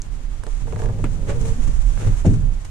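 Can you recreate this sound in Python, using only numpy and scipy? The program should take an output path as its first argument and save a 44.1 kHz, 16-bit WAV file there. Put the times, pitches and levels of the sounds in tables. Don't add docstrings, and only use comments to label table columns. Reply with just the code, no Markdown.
import sys
import numpy as np
from scipy import signal
from scipy.io import wavfile
from scipy.ndimage import uniform_filter1d

SR = 44100
rng = np.random.default_rng(int(sys.argv[2]) if len(sys.argv) > 2 else 0)


def transcribe(u):
    v = np.clip(np.atleast_2d(u).T, -1, 1)
    q = np.round(v * 32767).astype(np.int16)
    wavfile.write(sys.argv[1], SR, q)


N = 119070

# (frequency [Hz], gain [dB])
AIR_COLOUR = [(265, -1), (450, -11.5), (900, -12), (5000, -24.5), (8000, -59), (14000, -39)]
# (time [s], level [dB])
RUMBLE_COURSE = [(0, -28.5), (.17, -28), (.65, -25.5), (1.25, -24), (1.55, -21.5), (1.72, -17), (1.88, -17),
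                 (2.001, -25), (2.13, -18), (2.53, -20.5), (2.7, -31.5)]
# (frequency [Hz], gain [dB])
RUMBLE_GAINS = [(18, -3.5), (31, 7), (42, -3.5), (75, -13), (130, -32), (300, -41), (800, -96)]
# (time [s], level [dB])
SLEEVE_COURSE = [(.2, -53), (.7, -48), (1.15, -49), (1.4, -45), (1.65, -42.5), (1.9, -45), (2.05, -42.5),
                 (2.18, -43.5), (2.35, -46.5), (2.5, -51)]
# (frequency [Hz], gain [dB])
CLOTH_COLOUR = [(200, -3.5), (800, 8.5), (3000, -1), (4800, -5), (6600, 3), (8500, -1), (12500, -16),
                (15000, -39)]
# (frequency [Hz], level [dB], T60 [s])
HULL_MODES = [(104.05, 4.5, 0.43), (128, -0.5, 0.44), (163.5, -4, 0.58), (188, 5, 0.21), (237.9, 2, 0.17),
              (285, -14, 0.15), (400, -7, 0.34), (455, -2, 0.13), (535, -0.5, 0.19), (606, -14, 0.3),
              (793, -6, 0.25)]
# (frequency [Hz], gain [dB])
PANEL_COLOUR = [(40, -8), (100, 7.5), (160, 7), (280, 2.5), (720, -9), (1000, -24), (5000, -38)]
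# (time [s], level [dB])
DRAG_COURSE = [(0, -41.5), (.55, -44.5), (.68, -29), (.9, -27.5), (1.25, -29), (1.48, -23), (1.57, -35.5),
               (1.9, -36.5), (2.08, -23), (2.2, -39), (2.48, -30.5), (2.58, -41)]
# (frequency [Hz], gain [dB])
FRICTION_COLOUR = [(50, 0.5), (110, 10), (200, -6.0), (400, -4.0), (1000, -11.0), (3000, -10)]
# (time [s], level [dB], balance [dB], ring frequency [Hz])
TICK_EVENTS = [(0.0189, -18.5, 1, 7150), (0.438, -30, -10, 8140), (0.4678, -35, -12, 7800),
               (1.414, -25, 6, 6700), (2.264, -21.5, 0, 6350)]
# (multiple of ring frequency [1], gain [dB])
TICK_COLOUR = [(.15, -30), (.5, -12.5), (1, 7.5), (1.25, -2.5), (2, -30)]
# (time [s], snap level [dB], hollow answer level [dB])
KNOCK_EVENTS = [(0.4362, -23, -28.5), (.467, -20.5, -21.5), (0.672, -28.5, -20.5), (0.725, -22.5, -16.5),
                (0.7612, -23, -17.5), (0.793, -24, -15), (0.8196, -23, -15.5), (0.8377, -25.5, -16),
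                (0.8588, -23, -17), (0.8889, -28, -15.5), (.988, -34, -21.5), (1.976, -24.5, -33)]
# (frequency [Hz], gain [dB])
SNAP_COLOUR = [(200, 4.5), (600, -0.5), (1750, -1.5), (2100, -9.5), (4200, -18), (8000, -19), (13000, -48)]
# (frequency [Hz], level [dB], balance [dB])
ANSWER_TONES = [(376, -10.5, 11), (455, -2, 8), (609, -7.5, -3.5), (736, -11.5, 8), (897, -9.5, 0.5),
                (1016, -16.5, 4), (1176, -14, -1), (1666, -21, -9.5)]
# (time [s], level [dB])
HUM_COURSE = [(.62, -42), (.8, -30), (1.05, -30), (1.2, -44)]
# (frequency [Hz], gain [dB])
RAP_COLOUR = [(200, 12.5), (750, 0.5), (1100, 5), (2400, -2), (5000, -28.5), (8300, -12), (13000, -47)]
# (time [s], level [dB], contact corner [Hz], swell time constant [s])
THUMP_EVENTS = [(1.044, -9, 131, 0.0028), (1.674, -14, 327, .004), (2.058, -3, 91, 0.018),
                (2.247, -2, 685, 0.0013), (2.254, -3, 442, 0.0011), (2.266, 4, 173, 0.0019),
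                (2.283, -2.5, 184, 0.006), (2.319, 1.5, 109, 0.014), (2.397, -10, 89, 0.058)]
# (time [s], rise [s], decay time constant [s], body level [dB], treble level [dB])
SCUFF_EVENTS = [(1.263, 0.038, 0.022, -27, -39), (1.444, 0.013, 0.022, -51, -38.5),
                (1.664, 0.013, 0.012, -67, -39.5), (1.99, 0.02, 0.079, -34.5, -43.5),
                (2.06, 0.015, 0.015, -30.5, -54), (2.25, 0.008, 0.024, -32, -39.5),
                (2.326, 0.016, 0.013, -72, -40.5), (2.646, 0.0019, 0.014, -65, -38.5)]
# (frequency [Hz], gain [dB])
SCUFF_COLOUR = [(120, 0), (500, 4.5), (1000, -10.5), (2500, -15), (4500, -26), (9000, -40)]
# (start [s], length [s], level [dB], mean pitch [Hz])
GROAN_EVENTS = [(1.268, 0.09, -39.5, 569), (1.275, 0.076, -40, 429.5), (1.335, 0.054, -38.5, 477),
                (1.386, 0.16, -40, 455), (1.555, 0.069, -37, 241.3)]
# (frequency [Hz], balance [dB])
PORT_BALANCE = [(2500, -1.5), (6300, 3), (9500, -6), (12000, 0)]

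AIR_DB = -47
ANSWER_PEAK_S, ANSWER_TAIL_DB, ANSWER_T60_S = 0.0088, -17, 0.35
RAP_S, RAP_DB, RAP_DECAY_S = 1.041, -23, 0.005
CLATTER_DB, CLATTER_HOLD_S, CLATTER_DECAY_S = -29.5, 0.024, 0.01
THUMP_T60_S, THUMP_RING_DB = 0.15, -4
EDGE_HZ = 14800


def amp(db):
    return 10 ** (np.asarray(db) / 20)


def unit(x):
    return x / np.sqrt(np.mean(x ** 2) + 1e-20)


def blow(x):
    return x / np.sqrt(np.mean(x ** 2) * x.shape[-1] / SR * 100 + 1e-20)


def add(mix, start_s, sound):
    part = mix[:, max(round(start_s * SR), 0):][:, :sound.shape[1]]
    part += sound[:, :part.shape[1]]


def pan(balance_db):
    return amp([[balance_db / 2], [-balance_db / 2]])


def course(points):
    return amp(np.interp(np.arange(N) / SR, *np.transpose(points)))


def noise(n, correlation):
    a, b = rng.standard_normal((2, n))
    c = np.clip(correlation, -1, 1)
    return np.array([a, c * a + np.sqrt(1 - c * c) * b])


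def colour(x, points, size=8192):
    f, db = np.transpose(points)
    hz = abs(np.fft.fftfreq(size, 1 / SR))
    log_gain = np.log(amp(np.interp(np.log(hz + 1), np.log(f + 1), db)))
    spectrum = np.exp(np.conj(signal.hilbert(log_gain)))
    taps = np.fft.ifft(spectrum).real[:size // 2]
    return signal.fftconvolve(x, taps[None], axes=1)[:, :x.shape[1]]


def grain(n, rate_hz, depth_db):
    knots = rng.standard_normal(n)
    return amp(depth_db * np.interp(np.arange(n) * rate_hz / SR, np.arange(n), knots))


def steady(x, window_s):
    size = int(window_s * SR)
    power = uniform_filter1d((x ** 2).mean(0), size=size)
    return x / np.sqrt(abs(uniform_filter1d(power, size=size)) + 1e-20)


def ring(force):
    t = np.arange(SR // 2) / SR
    modes = sum(amp(db - 60 * t / t60) * np.sin(2 * np.pi * hz * t) for hz, db, t60 in HULL_MODES)
    return signal.fftconvolve(force, modes[None], axes=1)[:, :force.shape[1]]


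def air():
    return amp(AIR_DB) * unit(colour(noise(N, 0.15), AIR_COLOUR))


def rumble():
    lumps = colour(noise(N + SR, 0.8), RUMBLE_GAINS)
    lumps = steady(lumps, window_s=0.22)[:, SR:]
    return course(RUMBLE_COURSE) * lumps * pan(-9)


def sleeve():
    fibres = noise(N, -0.19) * grain(N, rate_hz=1700, depth_db=1.0) * grain(N, rate_hz=39, depth_db=2.5)
    return course(SLEEVE_COURSE) * unit(colour(fibres, CLOTH_COLOUR))


def drag(panel_db=-4):
    force = colour(noise(N, 0.93), FRICTION_COLOUR)
    drone = unit(ring(force)) + amp(panel_db) * unit(colour(force, PANEL_COLOUR))
    return course(DRAG_COURSE) * steady(drone, window_s=0.08) * pan(5.2)


def ticks(tick_s=0.00071, tail_db=-21, tail_s=0.019, level_db=-20):
    out, t = np.zeros((2, N)), np.arange(SR // 20) / SR
    for start_s, db, balance_db, ring_hz in TICK_EVENTS:
        env = np.exp(-t / tick_s) + amp(tail_db) * np.exp(-t / tail_s)
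        click = colour(noise(len(t), 0.51) * env, [(k * ring_hz, gain) for k, gain in TICK_COLOUR])
        add(out, start_s, amp(db + level_db) * blow(click) * pan(balance_db))
    return out


def knocks(snap_db=-17, answer_db=-14.0, grit_db=-1, port_lag_s=0.00026):
    out, t = np.zeros((2, N)), np.arange(SR // 3) / SR
    u = t / ANSWER_PEAK_S
    swell = (u * np.exp(1 - u)) ** 3
    tail = np.minimum(u, 1) * amp(ANSWER_TAIL_DB - 60 * t / ANSWER_T60_S)
    at_ports = t - np.array([[port_lag_s], [0]])
    phases = rng.uniform(0, 2 * np.pi, len(ANSWER_TONES))
    for start_s, snap, answer in KNOCK_EVENTS:
        impulse = (t == 0)[None] * 1.0
        grit = noise(len(t), 0.24) * np.exp(-t / 0.0032)
        slip = blow(impulse) + amp(grit_db) * blow(grit)
        add(out, start_s, amp(snap + snap_db) * blow(colour(slip, SNAP_COLOUR)) * pan(-7))
        tones = np.zeros((2, len(t)))
        drifted = rng.normal(phases, 0.49)
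        for (hz, db, balance_db), phase in zip(ANSWER_TONES, drifted):
            tones += amp(db) * pan(balance_db) * np.sin(2 * np.pi * hz * at_ports + phase)
        add(out, start_s, amp(answer + answer_db) * blow(tones * (swell + tail)))
    return out


def hum():
    level = amp(np.interp(np.arange(N) / SR, *np.transpose(HUM_COURSE), left=-np.inf, right=-np.inf))
    hz = HULL_MODES[0][0] * grain(N, rate_hz=29.6, depth_db=-0.22)
    tone = np.sin(2 * np.pi * np.cumsum(hz) / SR) * grain(N, rate_hz=34.0, depth_db=2.5)
    return level * unit(tone) * pan(1.2)


def rap():
    out, t = np.zeros((2, N)), np.arange(SR // 8) / SR
    crack = colour(noise(len(t), 0.13) * np.exp(-t / RAP_DECAY_S), RAP_COLOUR)
    held = np.exp(-np.maximum(t - CLATTER_HOLD_S, 0) / CLATTER_DECAY_S)
    clatter = colour(noise(len(t), 0.5) * held, SCUFF_COLOUR)
    add(out, RAP_S, amp(RAP_DB) * blow(crack) * pan(0.5) + amp(CLATTER_DB) * blow(clatter))
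    return out


def thumps(panel_db=-1, level_db=-11):
    out, t = np.zeros((2, N)), np.arange(SR // 2) / SR
    decay = np.exp(-np.log(1000) * t / THUMP_T60_S)
    for start_s, db, corner_hz, swell_s in THUMP_EVENTS:
        u = 2 * np.pi * corner_hz * t
        push = (u * np.exp(-u))[None]
        rise = 1 - np.exp(-t / swell_s)
        dense = signal.fftconvolve(noise(2 * len(t), 0.97), colour(push, PANEL_COLOUR), "valid", axes=1)
        panels = steady(dense[:, :len(t)], window_s=0.012) * rise * decay
        boom = amp(THUMP_RING_DB) * blow(ring(push) * rise) + amp(panel_db) * blow(panels)
        add(out, start_s, amp(db) * boom)
    return out * amp(level_db) * pan(4.7)


def scuffs():
    out, t = np.zeros((2, N)), np.arange(SR // 3) / SR
    for start_s, rise_s, decay_s, body_db, treble_db in SCUFF_EVENTS:
        env = np.minimum(t / rise_s, 1) ** 1.3 * np.exp(-np.maximum(t - rise_s, 0) / decay_s)
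        grit = noise(len(t), 0.2) * grain(len(t), rate_hz=1500, depth_db=2.5)
        body = amp(body_db) * unit(colour(grit, SCUFF_COLOUR))
        treble = amp(treble_db) * unit(colour(grit, CLOTH_COLOUR))
        add(out, start_s, env * (body + treble))
    return out


def groans(jitter=0.056, overtone_db=-16):
    out = np.zeros((2, N))
    for start_s, length_s, db, pitch_hz in GROAN_EVENTS:
        n = int(length_s * SR)
        wander = unit(uniform_filter1d(rng.standard_normal(n), size=14))
        phase = 2 * np.pi * np.cumsum(pitch_hz * (1 + jitter * wander)) / SR
        tone = sum(amp(overtone_db * np.log2(k)) * np.sin(k * phase) for k in range(1, 5))
        env = np.sqrt(abs(np.sin(np.linspace(0, np.pi, n)))) * grain(n, rate_hz=160, depth_db=3)
        add(out, start_s, amp(db) * unit(tone * env) * pan(8.9))
    return out


def scene():
    beds = air() + rumble() + sleeve() + drag()
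    return beds + ticks() + knocks() + hum() + rap() + thumps() + scuffs() + groans()


def record(dry):
    left = colour(dry[:1], [(hz, db / 2) for hz, db in PORT_BALANCE])
    right = colour(dry[1:], [(hz, -db / 2) for hz, db in PORT_BALANCE])
    lowpass = signal.firwin(511, EDGE_HZ, window=("kaiser", 9), fs=SR)
    return signal.oaconvolve(np.vstack([left, right]), lowpass[None], "same")


dry = scene()
out = record(dry)
transcribe(out)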